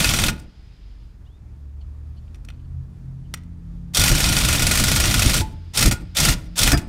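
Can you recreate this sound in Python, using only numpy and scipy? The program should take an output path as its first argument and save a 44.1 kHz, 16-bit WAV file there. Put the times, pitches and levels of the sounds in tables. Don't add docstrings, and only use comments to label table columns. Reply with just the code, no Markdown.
import sys
import numpy as np
from scipy import signal
from scipy.io import wavfile

SR = 44100
rng = np.random.default_rng(int(sys.argv[2]) if len(sys.argv) > 2 else 0)


def int16_out(signal):
    q = np.round(np.clip(np.atleast_2d(signal).T, -1, 1) * 32767)
    wavfile.write(sys.argv[1], SR, q.astype(np.int16))


def makeup_ratio(level_db):
    decades = np.asarray(level_db, float) / 20
    return 10 ** decades


N = 303408


def rms_one(x):
    return x / np.sqrt(np.mean(x ** 2) + 1e-20)


def in_time(rows):
    s, *columns = np.transpose(rows)
    return [np.interp(np.arange(N) / SR, s, column) for column in columns]


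def band(x, low_hz, high_hz):
    return signal.sosfilt(signal.butter(2, [low_hz, high_hz], "band", fs=SR, output="sos"), x)


def drift(rate):
    r = np.exp(-80 * np.pi * rate / SR)
    white = rng.standard_normal(N // 40 + 2002)
    slow = signal.lfilter([1], [1, -2 * r, r * r], white)[2000:]
    return np.interp(np.arange(N) / 40, np.arange(len(slow)), rms_one(slow))


def noise(spectrum, patchy_db, rate):
    hz, db = np.transpose(spectrum)
    out, together, white = 0, drift(rate), rng.standard_normal((2, N))
    edges = 20 * 2 ** np.arange(0, 10.1, .5)
    for k, (low, high) in enumerate(zip(edges, np.minimum(edges[1:], .45 * SR))):
        if hz[0] / 1.5 < low < hz[-1]:
            level_db = np.interp(np.log(low * high) / 2, np.log(hz), db)
            gain = makeup_ratio(level_db + patchy_db * (together + drift(rate)))
            out = out + gain * band(white[k % 2], low, high)
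    return rms_one(out)


def ring(clicks, hz, t60):
    r, w = makeup_ratio(-60 / (t60 * SR)), 2 * np.pi * hz / SR
    return signal.lfilter([0, np.sin(w)], [1, -2 * r * np.cos(w), r * r], clicks + 1e-18)


# on t/s, off t/s, air level/dB, shaking level/dB, ringing level/dB, treble tilt/dB per octave
PULLS = [(-.1, 0.303, -24, -21, -16, 1), (3.93, 5.407, -23, -21, -23, 2),
         (5.729, 5.889, -24, -18.5, -30, 1.5), (6.142, 6.34, -22.5, -22, -40, 1.5),
         (6.55, 6.724, -24, -19, -26, 1.5)]


def per_pull(column, start, stop):
    t, out = np.arange(N) / SR, 0
    for row in PULLS:
        starting = np.interp(t - row[0], *np.transpose(start))
        stopping = np.interp(t - row[1], *np.transpose(stop))
        out = out + makeup_ratio(row[column] + starting + stopping)
    return out


# t/s, relative peak level/dB
BLOWS = [(.0034, -7), (0.0439, -4.5), (.0912, -7.5), (0.1375, -7), (0.1882, -6.5), (0.2384, -7),
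         (0.2841, -8), (3.9473, -8.5), (3.97, -3.5), (3.9954, -5.5), (4.014, -5.5), (4.0377, -2),
         (4.06, -9), (4.0791, -1.5), (4.0918, -9), (4.1148, -6.5), (4.151, -6), (4.1803, -13),
         (4.2025, -3.5), (4.241, -3.5), (4.2607, -11), (4.2899, -9), (4.3255, -6), (4.3673, -5),
         (4.388, -13), (4.4104, -10), (4.4494, -6), (4.4865, -3.5), (4.528, -5.5), (4.5487, -8),
         (4.594, -6.5), (4.6212, -4), (4.667, -2), (4.7118, -3.5), (4.7546, -3), (4.774, -5.5),
         (4.7976, -4.5), (4.838, -2.5), (4.8826, -4), (4.9165, -5.5), (4.9608, -2), (5.0003, -2),
         (5.0389, -6), (5.0555, -10), (5.1113, -7), (5.1418, -5), (5.1934, -3.5), (5.221, -4), (5.2596, -6),
         (5.2959, -4.5), (5.3413, -4.5), (5.3655, -7.5), (5.4084, -14), (5.773, -2), (5.79, -6.5),
         (5.8107, -6), (5.8256, -2), (5.8576, -2), (5.876, -15), (5.912, -6), (5.9225, -13), (6.1685, -7),
         (6.2012, -2), (6.2498, 1), (6.286, -3), (6.5787, -10), (6.5897, -5), (6.616, -5.5), (6.6318, -1.5),
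         (6.675, -1), (6.718, -2), (6.731, -15), (6.7748, -13.5)]


def blows():
    fresh_tilt_db, fresh_s = 7, .05
    free_ring_db, free_s = 5.5, 0.026
    s, peak_db = np.transpose(BLOWS)
    pull = np.searchsorted([row[0] for row in PULLS], s) - 1
    on, off, _, _, ring_db, tilt_db = np.array(PULLS)[pull].T
    chance = rng.standard_normal((len(s), 2))
    tilt_db = tilt_db + fresh_tilt_db * np.exp((on - s) / fresh_s) + 0.44 * chance[:, 0]
    ring_db = ring_db + free_ring_db * np.exp(np.minimum(s - off, 0) / free_s) + 3.3 * chance[:, 1]
    return np.transpose([s, peak_db, tilt_db, ring_db])


# f/Hz, relative level/dB, t60 t/s before the ring share is applied
STEEL = [(680, -3, 0.021), (848, -21, 0.18), (908, -34, 0.053), (1426, 1, 0.041), (1750, -22, 0.053),
         (2093, -5, 0.02), (2387, -11, 0.15), (2560, -3.5, 0.11), (3080, -5, 0.059), (3320, -2, 0.017),
         (3620, 9.5, 0.017), (4186, 3, 0.028), (4707, 1.5, 0.036), (4874, -17, .05), (5376, 2, 0.03),
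         (5760, 1, 0.082), (6660, -9, 0.013), (7540, -13, 0.12), (8380, -2.5, 0.021), (8736, -2.5, 0.044),
         (9750, -24.5, .03), (11000, -9, 0.024), (12600, -22, 0.036)]
# f/Hz, level/dB per Hz
CRACK = [(290, -32), (500, -12.5), (988, -10.5), (1400, -5.5), (2500, 6), (8330, -6), (14700, -13.5),
         (16000, -38.5)]


def steel(events, crack_db, crack_t60, rise_s, spread_db, ring_share, rattle):
    s, peak_db, tilt_db, ring_db = np.transpose(events)
    at, out = np.maximum(np.round(s * SR).astype(int), 0), np.zeros(N)
    chance = rng.standard_normal((len(at), len(STEEL)))
    dealt = rng.integers(0, 4, N)
    for k, (hz, level_db, t60) in enumerate(STEEL):
        clicks = rattle * makeup_ratio(level_db) * (dealt == k % 4)
        tilted_db = peak_db + tilt_db * np.log2(hz / 4000)
        clicks[at] += makeup_ratio(tilted_db + level_db + ring_db + spread_db * chance[:, k])
        out += ring(clicks, hz, t60 * ring_share)
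    crack, slow = noise(CRACK, patchy_db=0.53, rate=110), np.exp(-1 / (rise_s * SR))
    through = sum(makeup_ratio(db) * rms_one(ring(crack, hz, t60 * .5)) for hz, db, t60 in STEEL)
    crack = rms_one(crack + makeup_ratio(-2.5) * rms_one(through))
    for part, sign in ((band(crack, 300, 4000), -1), (band(crack, 4000, 17000), 1)):
        kicks = np.zeros(N)
        kicks[at] = makeup_ratio(peak_db + sign * tilt_db + crack_db)
        dying = signal.lfilter([1], [1, -makeup_ratio(-60 / (crack_t60 * SR))], kicks + 1e-18)
        out += part * signal.lfilter([1 - slow], [1, -slow], dying)
    return out


# f/Hz, level/dB per Hz
EXHAUST = [(180, -28), (300, -5), (392, -14.5), (614, -5.5), (978, -10), (1410, 0.5), (1560, -10),
           (2480, -1.5), (8360, -6), (14700, -15.5), (16000, -22)]
# t/s after on, level/dB
AIR_OPENS = [(0, -76), (.007, -16), (.024, -5), (.045, 1), (.12, 1.5), (.22, -1)]
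# t/s after off, level/dB
AIR_CLOSES = [(-.05, 0.5), (0, -3), (.014, -27.5), (.06, -32), (.12, -36.5), (.2, -75)]


def wrench(hits):
    air = per_pull(column=2, start=AIR_OPENS, stop=AIR_CLOSES)
    sizes = makeup_ratio(4.1 * np.minimum(rng.exponential(1, N), 4)) * rng.choice([-1, 1], N)
    touches = rng.random(N) < 1500 * makeup_ratio(2.5 * drift(50)) / SR
    chatter = makeup_ratio(-16.5) * air * sizes * touches
    metal = steel(hits, crack_db=-4.0, crack_t60=0.072, rise_s=0.00042, spread_db=5.5,
                  ring_share=0.44, rattle=chatter)
    hiss = makeup_ratio(1.5) * air * noise(EXHAUST, patchy_db=1.65, rate=81)
    return metal + hiss


# f/Hz, t60 t/s when free, relative level/dB under a blow
FRAME = [(872, .42, -17), (974, 0.17, -21.5), (1432, 0.42, 0), (2500, 0.19, -2.5), (3350, .2, -1.5),
         (8100, 0.33, -11)]
# t/s, then level/dB of each long mode
LET_GO = [(.29, -38, -48, -38, -37, -51, -52.5), (5.415, -32, -34, -51, -50, -54, -58),
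          (5.916, -45, -36, -35.5, -43, -48, -47), (6.328, -56, -34.5, -39.5, -44.5, -53, -44),
          (6.741, -34, -47, -46, -48, -34, -44)]


def frame(hits):
    loaded_t60_share, shock_lag_s = 0.26, .004
    s, *levels_db = np.transpose(LET_GO)
    free_at = np.round(s * SR).astype(int)
    struck_at = np.round((hits[:, 0] + shock_lag_s) * SR).astype(int)
    chance, out = rng.standard_normal((len(hits), len(FRAME))), np.zeros(N)
    for k, (hz, t60, struck_db) in enumerate(FRAME):
        free, loaded = np.zeros((2, N))
        free[free_at] = makeup_ratio(levels_db[k])
        blow_db = hits[:, 1] + hits[:, 3] + struck_db + 2.5 * chance[:, k]
        loaded[struck_at] = makeup_ratio(blow_db) * (-1) ** k
        rings = ring(free, hz, t60) + ring(loaded, hz, t60 * loaded_t60_share)
        out += rings * makeup_ratio(2.5 * drift(15))
    return out


# f/Hz, level/dB per Hz
RUMBLE = [(12, -34), (20, -5.5), (49, -1.5), (123, -7.5), (157, -4.5), (242, -23.5), (296, -9),
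          (387, -44.5), (500, -18), (650, -56.5), (1100, -120)]
# t/s after on, level/dB
STAND_STARTS = [(0, -84.5), (.012, -41), (.045, -8.5), (.07, 1.5)]
# t/s after off, level/dB
STAND_RESTS = [(0, 2), (.04, -5.5), (.11, -13.5), (.16, -12.5), (.22, -33), (.3, -80.5)]
# t/s, relative level/dB
THUMPS = [(.004, -10.5), (3.999, -13.5), (4.12, -10), (4.303, -15), (4.642, -18), (4.815, -11),
          (5.092, -12.5), (5.173, -15), (5.263, -9), (5.409, -13), (5.867, -6), (5.932, -12.5),
          (6.215, -14), (6.3, -13.5), (6.735, -10.5), (6.78, -16)]


def stand():
    t, thump_s = np.arange(N) / SR, 0.018
    thumping = sum(makeup_ratio(db) * np.exp(-((t - s) / thump_s) ** 2) for s, db in THUMPS)
    shaking = np.hypot(per_pull(column=3, start=STAND_STARTS, stop=STAND_RESTS), thumping)
    return makeup_ratio(-2.08) * shaking * noise(RUMBLE, patchy_db=1.0, rate=20)


# f/Hz, relative level/dB, t60 t/s
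MOULD = [(306.6, -18, 0.086), (195, -16, .08), (360, -14.5, 0.062), (426, -17, 0.089),
         (679.4, -18.5, 0.052), (968, -28, .1), (1143, -18, 0.04), (1304, -17.5, 0.036),
         (1600, -17.5, 0.058), (1748, -14, 0.055), (2315, -23, 0.058), (4900, -23.5, 0.19),
         (5900, -30, .06)]


def dies():
    meet_s, spread_db = 6.732, 3.0
    late_s, peak_db = np.transpose([(0, -4.5), (.0035, -6), (.007, -5.5), (.011, -6), (.017, -13.5)])
    at = np.round((meet_s + late_s) * SR).astype(int)
    chance, out = rng.standard_normal((len(late_s), len(MOULD))), np.zeros(N)
    for k, (hz, db, t60) in enumerate(MOULD):
        clicks = np.zeros(N)
        clicks[at] = makeup_ratio(peak_db + spread_db * chance[:, k])
        out += makeup_ratio(db + 2.5 * drift(40)) * ring(clicks, hz, t60)
    return out


# t/s, relative peak level/dB, treble tilt/dB per octave, ringing level/dB
TICKS = [(0.397, -31.5, 3, -22.5), (1.0226, -57, -8, -28), (2.2787, -52.5, -3, -26),
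         (2.3461, -41, -0.5, -13.5), (2.355, -42, 0.0, -23), (2.4488, -36, 2, -22),
         (2.4867, -29.5, -2, -24), (2.5024, -38, -3.5, -13.5), (3.3398, -10.5, 1, -20.5),
         (6.7924, -28.5, 4, -28)]


def ticks():
    return steel(TICKS, crack_db=-2.5, crack_t60=0.024, rise_s=0.00093, spread_db=2.0,
                 ring_share=0.54, rattle=np.zeros(N))


# t/s, level/dB
REFILL = [(0, -60.5), (.4, -62), (.9, -63.5), (1.05, -67.5), (1.15, -71), (1.3, -110), (5.3, -110),
          (5.4, -61), (6.88, -59)]
# f/Hz, level/dB per Hz
REFILL_COLOUR = [(880, -29.5), (1500, 0.5), (2550, 2), (3040, 2.5), (4080, -0.5), (4930, 3.5),
                 (6530, -17.5), (8000, -17.5), (10400, -49), (17600, -120)]


def hose():
    whistle = makeup_ratio(-7) * rms_one(ring(rng.standard_normal(N), hz=5000, t60=.012))
    return makeup_ratio(in_time(REFILL)[0]) * (noise(REFILL_COLOUR, patchy_db=.5, rate=18) + whistle)


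# t/s, low tone level/dB, high tone level/dB, length t/s
SQUEAKS = [(1.804, -60.5, -64.5, 0.028), (2.159, -65, -65, 0.04), (2.533, -76, -70, .025),
           (2.59, -66.5, -69.5, .02), (2.642, -69, -69, 0.022), (3.238, -68, -90, 0.046)]
SQUEAK_HZ = (3040, 4400)


def squeaks():
    t, out = np.arange(N) / SR, 0
    for k, hz in enumerate(SQUEAK_HZ):
        swell = 0
        for row in SQUEAKS:
            swell = swell + makeup_ratio(row[1 + k]) * np.sin(np.pi * np.clip((t - row[0]) / row[3], 0, 1))
        out = out + swell * rms_one(ring(rng.standard_normal(N), hz, t60=0.013))
    return out


# delay t/s, level/dB
WALLS = [(0.034, -28.5), (0.096, -35.5)]


def slapback(x):
    return sum(makeup_ratio(db) * np.pad(x, (round(s * SR), 0))[:N] for s, db in WALLS)


def yard(x):
    t60_s, wall_cut_hz = 0.58, 3420
    out, dull = np.zeros(N), np.exp(-2 * np.pi * wall_cut_hz / SR)
    for k, lag in enumerate((np.geomspace(.017, .047, 9) * SR).astype(int)):
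        loop, gain, state = x.copy(), makeup_ratio(-60 * lag / SR / t60_s), [0.]
        for i in range(lag, N, lag):
            back, state = signal.lfilter([gain * (1 - dull)], [1, -dull], loop[i - lag:i], zi=state)
            loop[i:i + lag] += back[:N - i]
        out += (loop - x) * (-1) ** k
    return out


def tones(table, first):
    hz, *levels_db = in_time(table)
    turn = 2 * np.pi * np.cumsum(hz * (1 + 0.0037 * drift(1.9))) / SR
    out = 0
    for k, db in enumerate(levels_db):
        out = out + np.sqrt(2) * makeup_ratio(db + 1.5 * drift(5)) * np.sin((first + 2 * k) * turn + k)
    return out


# t/s, firing f/Hz, rms level/dB of multiples 2, 4, 6
ENGINE = [(.5, 30.11, -57.5, -52.5, -54.5), (1.0, 33.34, -47.5, -65, -79.5), (1.5, 35.88, -44.5, -56, -71),
          (1.64, 34.91, -34, -49.5, -68), (1.98, 36.42, -31.5, -52, -72.5), (2.62, 40.92, -41.5, -54, -55),
          (2.76, 40.61, -29, -45.5, -64), (2.9, 41.77, -46, -46.5, -67), (3.4, 41.93, -38.5, -44, -51.5),
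          (3.84, 42.48, -40, -36, -56), (5.6, 42.54, -37, -50, -66.5), (6.05, 43.44, -38.5, -43, -60),
          (6.35, 43.5, -38, -54, -67), (6.5, 43.18, -55, -41, -61)]
# t/s, base f/Hz, rms level/dB of multiples 3, 5, 7
DRONE = [(1.1, 37.15, -47.5, -66.5, -72), (1.9, 37.3, -51, -64, -65), (2.2, 39.48, -41.5, -61, -67),
         (2.484, 42.42, -49, -61, -56.5), (2.8, 43.58, -32.5, -60, -66), (2.91, 43.5, -47.5, -51, -66),
         (3.076, 43.65, -32.5, -59.5, -63), (3.36, 44.56, -40.5, -54.5, -59),
         (3.44, 43.28, -50.5, -61, -59), (3.9, 44.86, -42, -53, -63), (5.6, 44.82, -50, -68, -62),
         (6.5, 44.52, -54, -53, -54.5)]


def engine():
    hum_hz, hum_db = 47.3, -41.5
    hum_turn = 2 * np.pi * np.cumsum(hum_hz * (1 + 0.01 * drift(3.9))) / SR
    hum = makeup_ratio(hum_db + 5.1 * drift(3.6)) * np.sin(hum_turn)
    fade_in = np.clip((np.arange(N) / SR - .8) / .3, 0, 1)
    return tones(ENGINE, first=2) + fade_in * tones(DRONE, first=3) + hum


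# t/s, length t/s, from f/Hz, to f/Hz, level/dB
BIRD = [(1.25, .03, 2950, 3780, -64), (1.26, 0.13, 2700, 3700, -66.5)]


def bird():
    t, out = np.arange(N) / SR, 0
    for s, length_s, from_hz, to_hz, db in BIRD:
        gone = np.clip((t - s) / length_s, 0, 1)
        hz = from_hz + (to_hz - from_hz) * np.sin(np.pi / 2 * gone) ** 0.87
        swell = makeup_ratio(db + 3.1 * drift(40)) * np.sin(np.pi * gone) ** 0.38
        out = out + swell * np.sin(2 * np.pi * np.cumsum(hz) / SR)
    return out


# f/Hz, level/dB per Hz
TRAFFIC = [(12, -46), (20, -23.5), (32, -6), (74, -7), (98, -12.5), (187, -24), (216, -23.5), (574, -42),
           (873, -41), (3440, -56), (4940, -55), (14300, -68), (16000, -89.5)]
# t/s, approximate level/dB at 300-1200 Hz
TRAFFIC_DB = [(.55, -62), (.85, -61), (2.4, -58.5)]


def traffic():
    roar = noise(TRAFFIC, patchy_db=.6, rate=5)
    return makeup_ratio(in_time(TRAFFIC_DB)[0] + 0.03) * roar / np.std(band(roar, 300, 1200))


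def scene():
    hits = blows()
    near = wrench(hits) + ticks() + dies() + frame(hits)
    space = makeup_ratio(-25) * yard(near) + slapback(near)
    far = engine() + bird() + traffic()
    return (near + space + stand() + hose() + squeaks() + far)[None]


def band_limit(x):
    return signal.sosfilt(signal.butter(12, 16440, fs=SR, output="sos"), x)


def record(dry):
    rounded = 0.81 * np.tanh(dry / 0.97)
    top_cut = signal.cheby2(16, 60, 16300, fs=SR, output="sos")
    mix = signal.sosfilt(top_cut, rounded)
    return band_limit(mix)


dry = scene()
out = record(dry)
int16_out(out)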